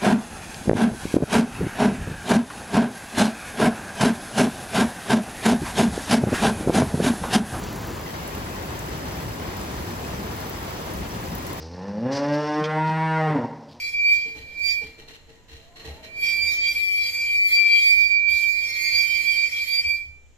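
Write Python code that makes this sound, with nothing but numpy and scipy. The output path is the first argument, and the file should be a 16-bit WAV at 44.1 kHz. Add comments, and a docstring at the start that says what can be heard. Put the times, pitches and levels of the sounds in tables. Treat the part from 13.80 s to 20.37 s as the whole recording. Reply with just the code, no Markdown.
"""A steel crossbar squeals as it is drawn along two rails in a sheet-metal trough, towards a hand-held
camera. Stick-slip friction at its dry guide locks onto one steel mode, giving a piercing tone, while
broadband friction adds a ringing scrape. The squeal stops for a second as the carriage rolls and
rattles, then starts again. A workshop hums behind."""
import sys
import numpy as np
from scipy import signal
from scipy.fft import rfft, irfft, next_fast_len
from scipy.io import wavfile
from scipy.ndimage import uniform_filter1d, map_coordinates

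SR = 44100
rng = np.random.default_rng(int(sys.argv[2]) if len(sys.argv) > 2 else 0)


def unload_audio(sound):
    """Save the sound as a 16-bit wav file, at the path given as the first command line argument."""
    columns = np.transpose(np.atleast_2d(sound))
    # keep every value between -1 and 1, then stretch to whole-number steps
    steps = np.round(np.clip(columns, -1, 1) * 32767)
    wavfile.write(sys.argv[1], SR, steps.astype(np.int16))


N = 289737
TIME = np.arange(N) / SR


def amp(db):
    """Amplitude ratio of a level in decibels."""
    return 10 ** (np.asarray(db) / 20)

def unit(x):
    """Normalisation to an rms of one."""
    return x / np.sqrt(np.mean(x ** 2) + 1e-20)

def along(points, hz):
    """Interpolation of (Hz, value) points on a logarithmic frequency axis."""
    knots_hz, values = np.transpose(points)
    return np.interp(np.log(hz + 1), np.log(knots_hz + 1), values)

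def curves(rows):
    """Linear interpolation in time of each column after the first."""
    times, *columns = np.transpose(rows)
    return [np.interp(TIME, times, column) for column in columns]

def spells(tables, fade_db_per_s=170):
    """Driven level in dB within each table, and free exponential decay outside it."""
    outside_s = lambda rows: np.abs(TIME - np.clip(TIME, rows[0][0], rows[-1][0]))
    return np.max([curves(rows)[0] - fade_db_per_s * outside_s(rows) for rows in tables], axis=0)

def bell(centre_s, half_s):
    """A Gaussian pulse of height one."""
    return np.exp(-np.minimum(((TIME - centre_s) / half_s) ** 2, 50))

def swells(rows, half_s):
    """Superposed Gaussian pulses, one for each (time, height) row."""
    return sum(height * bell(s, half_s) for s, height in rows)

def wobble(rate):
    """Smooth random modulation with rate knots a second."""
    return map_coordinates(rng.standard_normal(8192), [TIME * rate], mode='wrap')

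def filtered(x, response):
    """Linear filtering: the spectrum is multiplied by a frequency response."""
    size = next_fast_len(N + SR // 2)
    return irfft(rfft(x, size) * response(np.fft.rfftfreq(size, 1 / SR)), size)[..., :N]

def coloured(x, spectrum):
    """Filtering by a broad spectral envelope."""
    return filtered(x, lambda hz: amp(along(spectrum, hz)))

def ringing(x, peaks):
    """Resonant filtering by a sum of steep-sided peaks."""
    return filtered(x, lambda hz: sum(amp(db) / (1 + (2 * (hz - centre) / width) ** 2)
                                      for centre, width, db in peaks))

def patchy(x, depth_db, window=512, bins=4, frames=14):
    """Random spectral modulation: each frequency region swells and fades on its own."""
    spectra = signal.stft(x, nperseg=window)[2]
    field = uniform_filter1d(rng.standard_normal(spectra.shape[1:]), size=bins, axis=0)
    field = uniform_filter1d(field, size=frames, axis=1)
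    return signal.istft(spectra * amp(depth_db * unit(field)), nperseg=window)[1][:, :N]

def reverberation(x, decays):
    """Convolution with a diffuse tail in which each frequency decays at its own rate."""
    hz, age, spectra = signal.stft(rng.standard_normal((2, SR // 2)), SR, nperseg=256)
    tail = signal.istft(spectra * amp(-60 * age / along(decays, hz)[:, None]), SR, nperseg=256)[1]
    return signal.fftconvolve(x, tail / np.linalg.norm(tail[0]), axes=1)[:, :N]

def noise(side_db):
    """Partly correlated white noise at two microphones."""
    mid, side = rng.standard_normal((2, N)) * [[1], [amp(side_db)]]
    return unit(np.array([mid + side, mid - side]))

def panned(db):
    """Constant-power gains for a level difference, left minus right."""
    gains = amp(np.array([[.5], [-.5]]) * db)
    return gains / np.sqrt(np.mean(gains ** 2, axis=0))

def turning(hz):
    """Phase as the time integral of frequency."""
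    return 2 * np.pi * np.cumsum(hz * np.ones(N)) / SR

def tone(phase, lead, scatter, rate):
    """Interference of a direct tone, lead radians ahead on the left, with shifting wall reflections."""
    walls = np.array([wobble(rate) + 1j * wobble(rate) for ear in range(2)])
    direct = np.exp(1j * lead * np.array([[.5], [-.5]]))
    return unit(np.real((direct + scatter * walls) * np.exp(1j * phase)))


# The locked mode. Each row: time in seconds, frequency in Hz.
LOCKED_PITCH = [(0, 2344), (.3, 2351), (.7, 2356), (1.1, 2353), (2.35, 2349), (2.7, 2345), (3.2, 2350),
                (3.9, 2349), (4.35, 2346), (4.6, 2351), (5.0, 2347), (5.7, 2344), (6.15, 2351)]

def slip_phase():
    """Mode lock-in: the stick-slip cycle follows one steel mode, with slight drift and jitter."""
    pitch_hz, = curves(LOCKED_PITCH)
    drift_hz = 2 * wobble(14) + 2.5 * wobble(60)
    return turning(pitch_hz + drift_hz + 3 * wobble(400))


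# The squeal, one list on each side of the pause. Each row: time in seconds, level in dB.
SQUEAL_LEVEL = [
    [(0.0, -32), (0.32, -13.5), (0.58, -42), (0.74, -41.0), (0.82, -22), (0.99, -24), (1.11, -50),
     (1.3, -64)],
    [(2.27, -51), (2.44, -22), (2.73, -23), (3.22, -21), (3.31, -27.5), (3.6, -18), (3.99, -14.5),
     (4.69, -19.5), (4.95, -27.5), (5.12, -20.5), (5.66, -20), (5.69, -26.5), (6.13, -22), (6.5, -67)],
]
# Standing waves in the trough shift the squeal between the microphones as bar and camera move.
# Each row: time in seconds, left minus right level in dB, left phase lead in radians.
BALANCE = [(0.0, -3, 1.56), (0.66, -4.0, 2), (0.75, -6.0, 0), (0.88, -12.5, 4), (1.1, 0.5, -0.7),
           (2.35, -4, 2.5), (2.63, -10, -0.8), (2.79, -0.5, 4.5), (2.92, -8, -0.66), (3.03, 10, 3.5),
           (3.4, -2.5, 0.78), (3.72, 1, 4), (3.8, 15, 0), (4.11, -8, 3.5), (4.65, -13.5, 0.2),
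           (4.72, -20, 3), (4.86, -3, 1.3), (5.09, -28, 2), (5.14, -3, 1.5), (5.32, -16, 1.16),
           (5.84, -2.5, 1.3), (5.87, -9, 1.5), (6.04, -1, 1.67), (6.19, -9, 0), (6.3, -6.5, 4.5)]
# The contact lets go for an instant and locks again. Each row: time in seconds, depth in dB.
RELEASES = [(.122, 12), (.372, 1.5), (.6, 4), (2.94, 15), (3.32, 11), (3.7, 11), (4.01, 5.5), (4.29, 6.5),
            (5.28, 6), (5.43, 8.5), (5.705, 15), (5.86, 14.5), (6.03, 11)]
# The guide bites harder and sharpens the slip. Each row: time in seconds, overtone gain in dB.
GUIDE_BITES = [(.03, 3.5), (.11, 4), (.28, 5.5), (.88, 15.5), (2.54, 10), (2.66, 13), (2.9, 18.5),
               (3.28, 10.5), (3.38, 7), (3.77, 12), (3.92, 3.5), (4.07, 5.5), (4.14, 3), (4.28, 11),
               (4.52, 7), (5.08, 11), (5.18, 14), (5.35, 4.5), (5.52, 6.5), (5.65, 8.5), (5.9, 5.5),
               (5.99, 16), (6.12, 11.5)]
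BITE_HALF_S, USUAL_SQUEAL_DB, USUAL_FRICTION_DB = 0.059, -28, -42

def squeal(phase):
    """Self-excited stick-slip oscillation, whose harmonics grow with both amplitude and friction."""
    level_db = spells(SQUEAL_LEVEL)
    release_db = swells(RELEASES, half_s=.016)
    pan_db, lead = curves(BALANCE)
    octave_db = -40.5 + 0.52 * (level_db - USUAL_SQUEAL_DB)
    octave_db += 0.67 * (spells(FRICTION_LEVEL) - USUAL_FRICTION_DB)
    octave_db += swells(GUIDE_BITES, BITE_HALF_S) - release_db + 1.1 * wobble(26)
    stutter, chatter = amp(wobble(75)), amp(1.3 * wobble(90))
    fundamental = amp(level_db - release_db) * panned(pan_db + 2 * wobble(20))
    fundamental *= tone(phase, lead=lead, scatter=0.14, rate=39)
    overtones = tone(2 * phase, lead=1.85, scatter=0.43, rate=30)
    overtones += amp(-26) * tone(3 * phase, lead=0.61, scatter=0.43, rate=19)
    overtones *= chatter * amp(octave_db) * panned(-5.5)
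    return stutter * (fundamental + overtones)


# Dry friction and its treble fizz, one list on each side of the pause.
# Each row: time in seconds, relative level in dB.
FRICTION_LEVEL = [
    [(0.0, -46.5), (0.14, -49.5), (0.23, -52.5), (0.33, -44.5), (0.65, -67), (0.79, -55.5), (0.91, -43.5),
     (1.15, -66.5)],
    [(2.34, -67), (2.45, -38.5), (2.59, -47), (2.72, -42), (3.1, -47.5), (3.43, -44.0), (3.61, -48.5),
     (3.75, -40.5), (3.81, -45.0), (3.95, -40), (4.33, -48.5), (4.45, -58), (4.51, -46.5), (5.66, -41.5),
     (5.69, -45.0), (5.95, -44), (6.17, -53), (6.3, -70)],
]
TREBLE_LEVEL = [
    [(0.0, -57.5), (0.21, -62), (0.32, -49), (0.442, -69), (0.748, -72.5), (0.848, -48.5), (0.928, -49.5),
     (1.15, -77)],
    [(2.34, -71.5), (2.4, -53), (2.73, -45), (2.82, -66), (2.89, -45.5), (3.65, -48), (3.67, -39),
     (3.86, -51.5), (4.1, -40.5), (4.46, -68.5), (4.51, -44.5), (4.98, -55.5), (5.0, -45.5), (5.77, -51.5),
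     (5.94, -45), (6.05, -58), (6.11, -50.0), (6.3, -82)],
]
# Ringing pitches of the scrape: steel resonances plus the squeal's overtones and combination tones.
# Each row: frequency in Hz, bandwidth in Hz, gain in dB.
SCRAPE_PITCHES = [(1424, 20, -15), (1754, 35, -21), (2129, 36, -2), (2503, 36, -7), (2567, 30, -9),
                  (3130, 32, 1), (3230, 24, -6), (3300, 42, -1), (3354, 36, -7), (3777, 36, -3),
                  (4078, 30, -2), (4129, 36, -8), (4250, 30, -6), (4403, 28, -5), (4474, 30, -10),
                  (5167, 28, -7), (5441, 28, -5), (5497, 38, -2), (5812, 28, -7), (6333, 28, -12),
                  (6540, 36, -12), (6602, 30, -7), (6793, 34, -15), (7045, 40, -6), (7830, 90, -15),
                  (9399, 70, -16), (10045, 120, -25), (11020, 130, -20), (12500, 45, -16), (13200, 90, -23)]
# Spectra of the hiss and the fizz. Each row: frequency in Hz, relative spectral density in dB.
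HISS_SPECTRUM = [(900, -18.5), (1700, -8), (2080, 8), (2500, 10), (2800, -5.5), (3050, -29.5),
                 (3300, -40.5), (3550, -2.5), (3900, -12), (4500, 4.5), (5150, 6.5), (5900, -30.5),
                 (6300, -9), (7150, 1.5), (8200, -17), (10000, -46.5)]
FIZZ_SPECTRUM = [(5000, -36.5), (7200, 4.5), (8300, -2), (9350, -1.5), (10500, -11.5), (11450, 11.5),
                 (12000, 6), (12800, -8), (14100, 2), (15000, -28.5)]
# The short ring of the trough's wire mesh. Each row: frequency in Hz, 60 dB decay time in seconds.
MESH_DECAY = [(2000, 0.065), (12000, 0.048)]

def scrape():
    """Forced vibration: broadband friction hisses, rings at many pitches and drives the wire mesh."""
    force_db = spells(FRICTION_LEVEL) - USUAL_FRICTION_DB + 0.79 * wobble(12)
    grip = amp(0.63 * wobble(35) + 1.1 * wobble(500))  # the contact catches unevenly
    rub = amp(-38.5 + force_db + 0.11 * swells(GUIDE_BITES, BITE_HALF_S)) * grip * panned(0.21)
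    ring = unit(ringing(patchy(noise(side_db=0.5), depth_db=4.5), SCRAPE_PITCHES))
    hiss = unit(coloured(patchy(noise(side_db=9), depth_db=1), HISS_SPECTRUM))
    fizz_gain = amp(spells(TREBLE_LEVEL) + 2.5 + 0.4 * wobble(16)) * grip * panned(.8)
    squeaks = patchy(noise(side_db=-0.5), depth_db=5, window=1024, bins=3, frames=12)
    friction = rub * hiss + fizz_gain * unit(coloured(squeaks, FIZZ_SPECTRUM))
    return rub * ring + amp(-5) * friction + amp(-1.5) * reverberation(friction, MESH_DECAY)


# The rollers cross bumps and the trough booms. Each row: time in seconds, peak level in dB.
ROLLER_BUMPS = [(.62, -49), (.85, -52), (1.03, -53), (1.73, -52), (2.1, -40.5), (2.41, -50.5), (2.66, -52),
                (3.56, -55.5), (4.22, -51.5), (4.52, -47), (5.16, -54), (6.08, -47.5), (6.29, -51)]
# The drone of the panels. Each row: time in seconds, level in dB.
PANEL_DRONE = [(0, -58.5), (.4, -55.5), (.56, -60), (.72, -54), (1.25, -57), (1.6, -62), (1.95, -58),
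               (2.08, -47), (2.22, -52.5), (2.8, -51), (3.05, -55.5), (4.5, -57), (5.3, -53.5), (6.0, -60),
               (6.5, -70.5)]
# Spectra of the rumble and the drone. Each row: frequency in Hz, relative spectral density in dB.
RUMBLE_SPECTRUM = [(20, -15.5), (45, -29), (70, 6), (95, -9), (130, -16.5), (250, -33), (600, -62)]
DRONE_SPECTRUM = [(60, 5.5), (150, 5.5), (300, 0), (380, 0.5), (470, 2.5), (700, -2.5), (1200, -11),
                  (2000, -6.5), (4000, -26)]

def rolling():
    """Structure-borne noise: the rollers shake the trough, which radiates a rumble and a drone."""
    drone_db, = curves(PANEL_DRONE)
    rumble_gain = amp(-58.5) + swells([(s, amp(db)) for s, db in ROLLER_BUMPS], half_s=0.045)
    rumble = rumble_gain * unit(coloured(noise(side_db=-14.5), RUMBLE_SPECTRUM))
    drone = amp(drone_db) * unit(coloured(noise(side_db=-10), DRONE_SPECTRUM))
    return rumble + drone


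# The workshop's background. Each row: frequency in Hz, relative spectral density in dB.
WORKSHOP_SPECTRUM = [(25, 23.5), (100, -3.5), (500, -1), (1200, -10.5), (3000, -9), (5000, -16.5),
                     (7200, -6), (9500, -31), (14000, -26.5)]

def workshop():
    """Stationary ambient noise, strongest in the bass."""
    return amp(-55) * unit(coloured(noise(side_db=-2.5), WORKSHOP_SPECTRUM))


# Thin whines of the rollers.
# Each row: start and end in seconds, first and last frequency in Hz, peak level in dB.
ROLLER_WHINES = [(.4, 1.502, 4040, 4290, -61), (1.154, 1.5, 887, 930, -70), (1.524, 1.773, 960, 1010, -68),
                 (1.757, 2.071, 654, 715, -59), (1.882, 2.12, 1008, 1187, -63),
                 (1.936, 2.093, 4270, 4180, -53), (2.021, 2.269, 744, 937, -55),
                 (2.0, 2.45, 641, 630, -54.5)]

def whines(jitter_hz=30):
    """Tones of rotation: the pitch of each free-running roller glides with its speed."""
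    out = np.zeros((2, N))
    for start, end, start_hz, end_hz, db in ROLLER_WHINES:
        progress = np.clip((TIME - start) / (end - start), 0, 1)
        phase = turning(start_hz + (end_hz - start_hz) * progress + jitter_hz * wobble(400))
        out += amp(db) * np.sin(np.pi * progress) * tone(phase, lead=0.22, scatter=0.31, rate=81)
    return out


# The carriage joggles in its rails. Each row: start in seconds, relative rattle and knock
# levels in dB, decay and attack times in seconds.
CARRIAGE_JOLTS = [(0.453, -47.5, -46.5, 0.073, .008), (0.547, -47, -47, 0.093, 0.0059),
                  (1.011, -46, -43.5, 0.089, .005), (1.177, -47.5, -48.5, 0.086, 0.0055),
                  (1.278, -43, -50, 0.084, .002), (1.468, -55.5, -54, 0.15, 0.0085),
                  (1.675, -46, -52.5, 0.16, 0.025), (1.957, -45.5, -57, 0.13, .003),
                  (2.042, -43, -45.5, 0.12, 0.014), (2.227, -38.5, -49, 0.048, .012)]
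# The rattle's spectrum. Each row: frequency in Hz, relative spectral density in dB.
RATTLE_SPECTRUM = [(400, -20), (900, -3), (1400, -8), (1900, 1.5), (2300, -1.5), (3300, -2), (3800, -4),
                   (4200, 3.5), (4800, -11), (5500, -6), (7000, -10.5), (10000, -19.5), (12000, -14.5),
                   (14500, -23)]
# Modes of the loose rollers and trough panels. Each row: frequency in Hz, bandwidth in Hz, gain in dB.
ROLLER_MODES = [(1880, 21, 6), (2775, 42, 3.5), (3075, 54, -1), (3760, 42, -5), (4084, 64, 4)]
PANEL_MODES = [(130, 47, 2), (253, 110, -5.5), (319, 54, -0.5), (451, 30, 11.5), (630, 76, -6.5),
               (845, 56, -4.5), (1920, 83, -11)]
# The ring of the trough. Each row: frequency in Hz, 60 dB decay time in seconds.
TROUGH_DECAY = [(150, 0.27), (2500, 1), (12000, 0.38)]

def jolts():
    """Impact excitation: bursts of tiny contacts ring rollers and panels, and the trough reverberates."""
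    rattle, knock = np.zeros((2, N))
    for start, rattle_db, knock_db, decay_s, attack_s in CARRIAGE_JOLTS:
        age = np.maximum(TIME - start, 0)
        burst = (1 - np.exp(-age / attack_s)) * np.exp(-(age / decay_s) ** 2)
        rattle += amp(rattle_db) * burst
        knock += amp(knock_db) * burst
    contacts = amp(2.1 * wobble(450) + 1.7 * wobble(70)) * noise(side_db=2)
    steel = amp(-3) * unit(coloured(contacts, RATTLE_SPECTRUM))
    steel += amp(-7.5) * unit(ringing(contacts, ROLLER_MODES))
    direct = rattle * steel + knock * unit(ringing(noise(side_db=-18), PANEL_MODES))
    return direct + amp(-9) * reverberation(direct, TROUGH_DECAY)


# Brief side tones beside the squeal.
# Each row: peak time in seconds, frequency in Hz, relative level in dB, half length in seconds.
SIDE_TONES = [(2.47, 3230, -48, .06), (2.74, 6603, -47, .06), (3.7, 2128, -45, .09), (3.96, 3230, -39, .1),
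              (3.96, 4250, -46, .06), (4.08, 2128, -40, .1), (5.33, 3129, -38, .07), (5.33, 5167, -45, .1),
              (6.0, 8045, -58, .15)]

def side_tones():
    """Amplitude modulation: brief tones swell and fade beside the squeal under Gaussian envelopes."""
    out = np.zeros((2, N))
    for peak_s, hz, db, half_s in SIDE_TONES:
        phase = turning(hz + 3 * wobble(25))
        out += amp(db + 1) * bell(peak_s, half_s) * tone(phase, lead=1.2, scatter=0.16, rate=79)
    return out


# The rival mode, its octave, and its sum and difference tones with the squeal.
# Each row: multiple of the squeal frequency, multiple of the rival frequency, relative level in dB.
COMBINATION_TONES = [(0, 1, -1.5), (-1, 2, -18), (2, -1, -18.5), (0, 2, -8), (1, 1, -15), (1, 2, -12.5),
                     (4, 1, -23.5)]

def rival_mode(squeal_phase, hz=2127, peak_s=5.08, swell_s=0.18):
    """Intermodulation: a lower mode locks in briefly and mixes with the squeal at their shared contact."""
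    lock_db_per_s, rise_db_per_s, fall_db_per_s = 300, 31, 88
    before, after = np.maximum(peak_s - TIME, 0), np.maximum(TIME - peak_s, 0)
    level_db = -27 - rise_db_per_s * before - fall_db_per_s * after
    level_db -= lock_db_per_s * np.maximum(before - swell_s, 0)  # sudden growth ahead of the slow swell
    phase = turning(hz + 5 * wobble(60))
    mixed = sum(amp(db) * tone(m * squeal_phase + k * phase, lead=1.3, scatter=0.79, rate=23)
                for m, k, db in COMBINATION_TONES)
    return amp(level_db) * mixed


def scene():
    """Superposition of the sliding bar, its carriage and the workshop."""
    phase = slip_phase()
    return (squeal(phase) + scrape() + rolling() + workshop()
            + whines() + jolts() + side_tones() + rival_mode(phase))

def record(dry):
    """Band limiting: the camera acts as an ideal low-pass filter."""
    return filtered(dry, lambda hz: hz < 14300)


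dry = scene()
out = record(dry)
unload_audio(out)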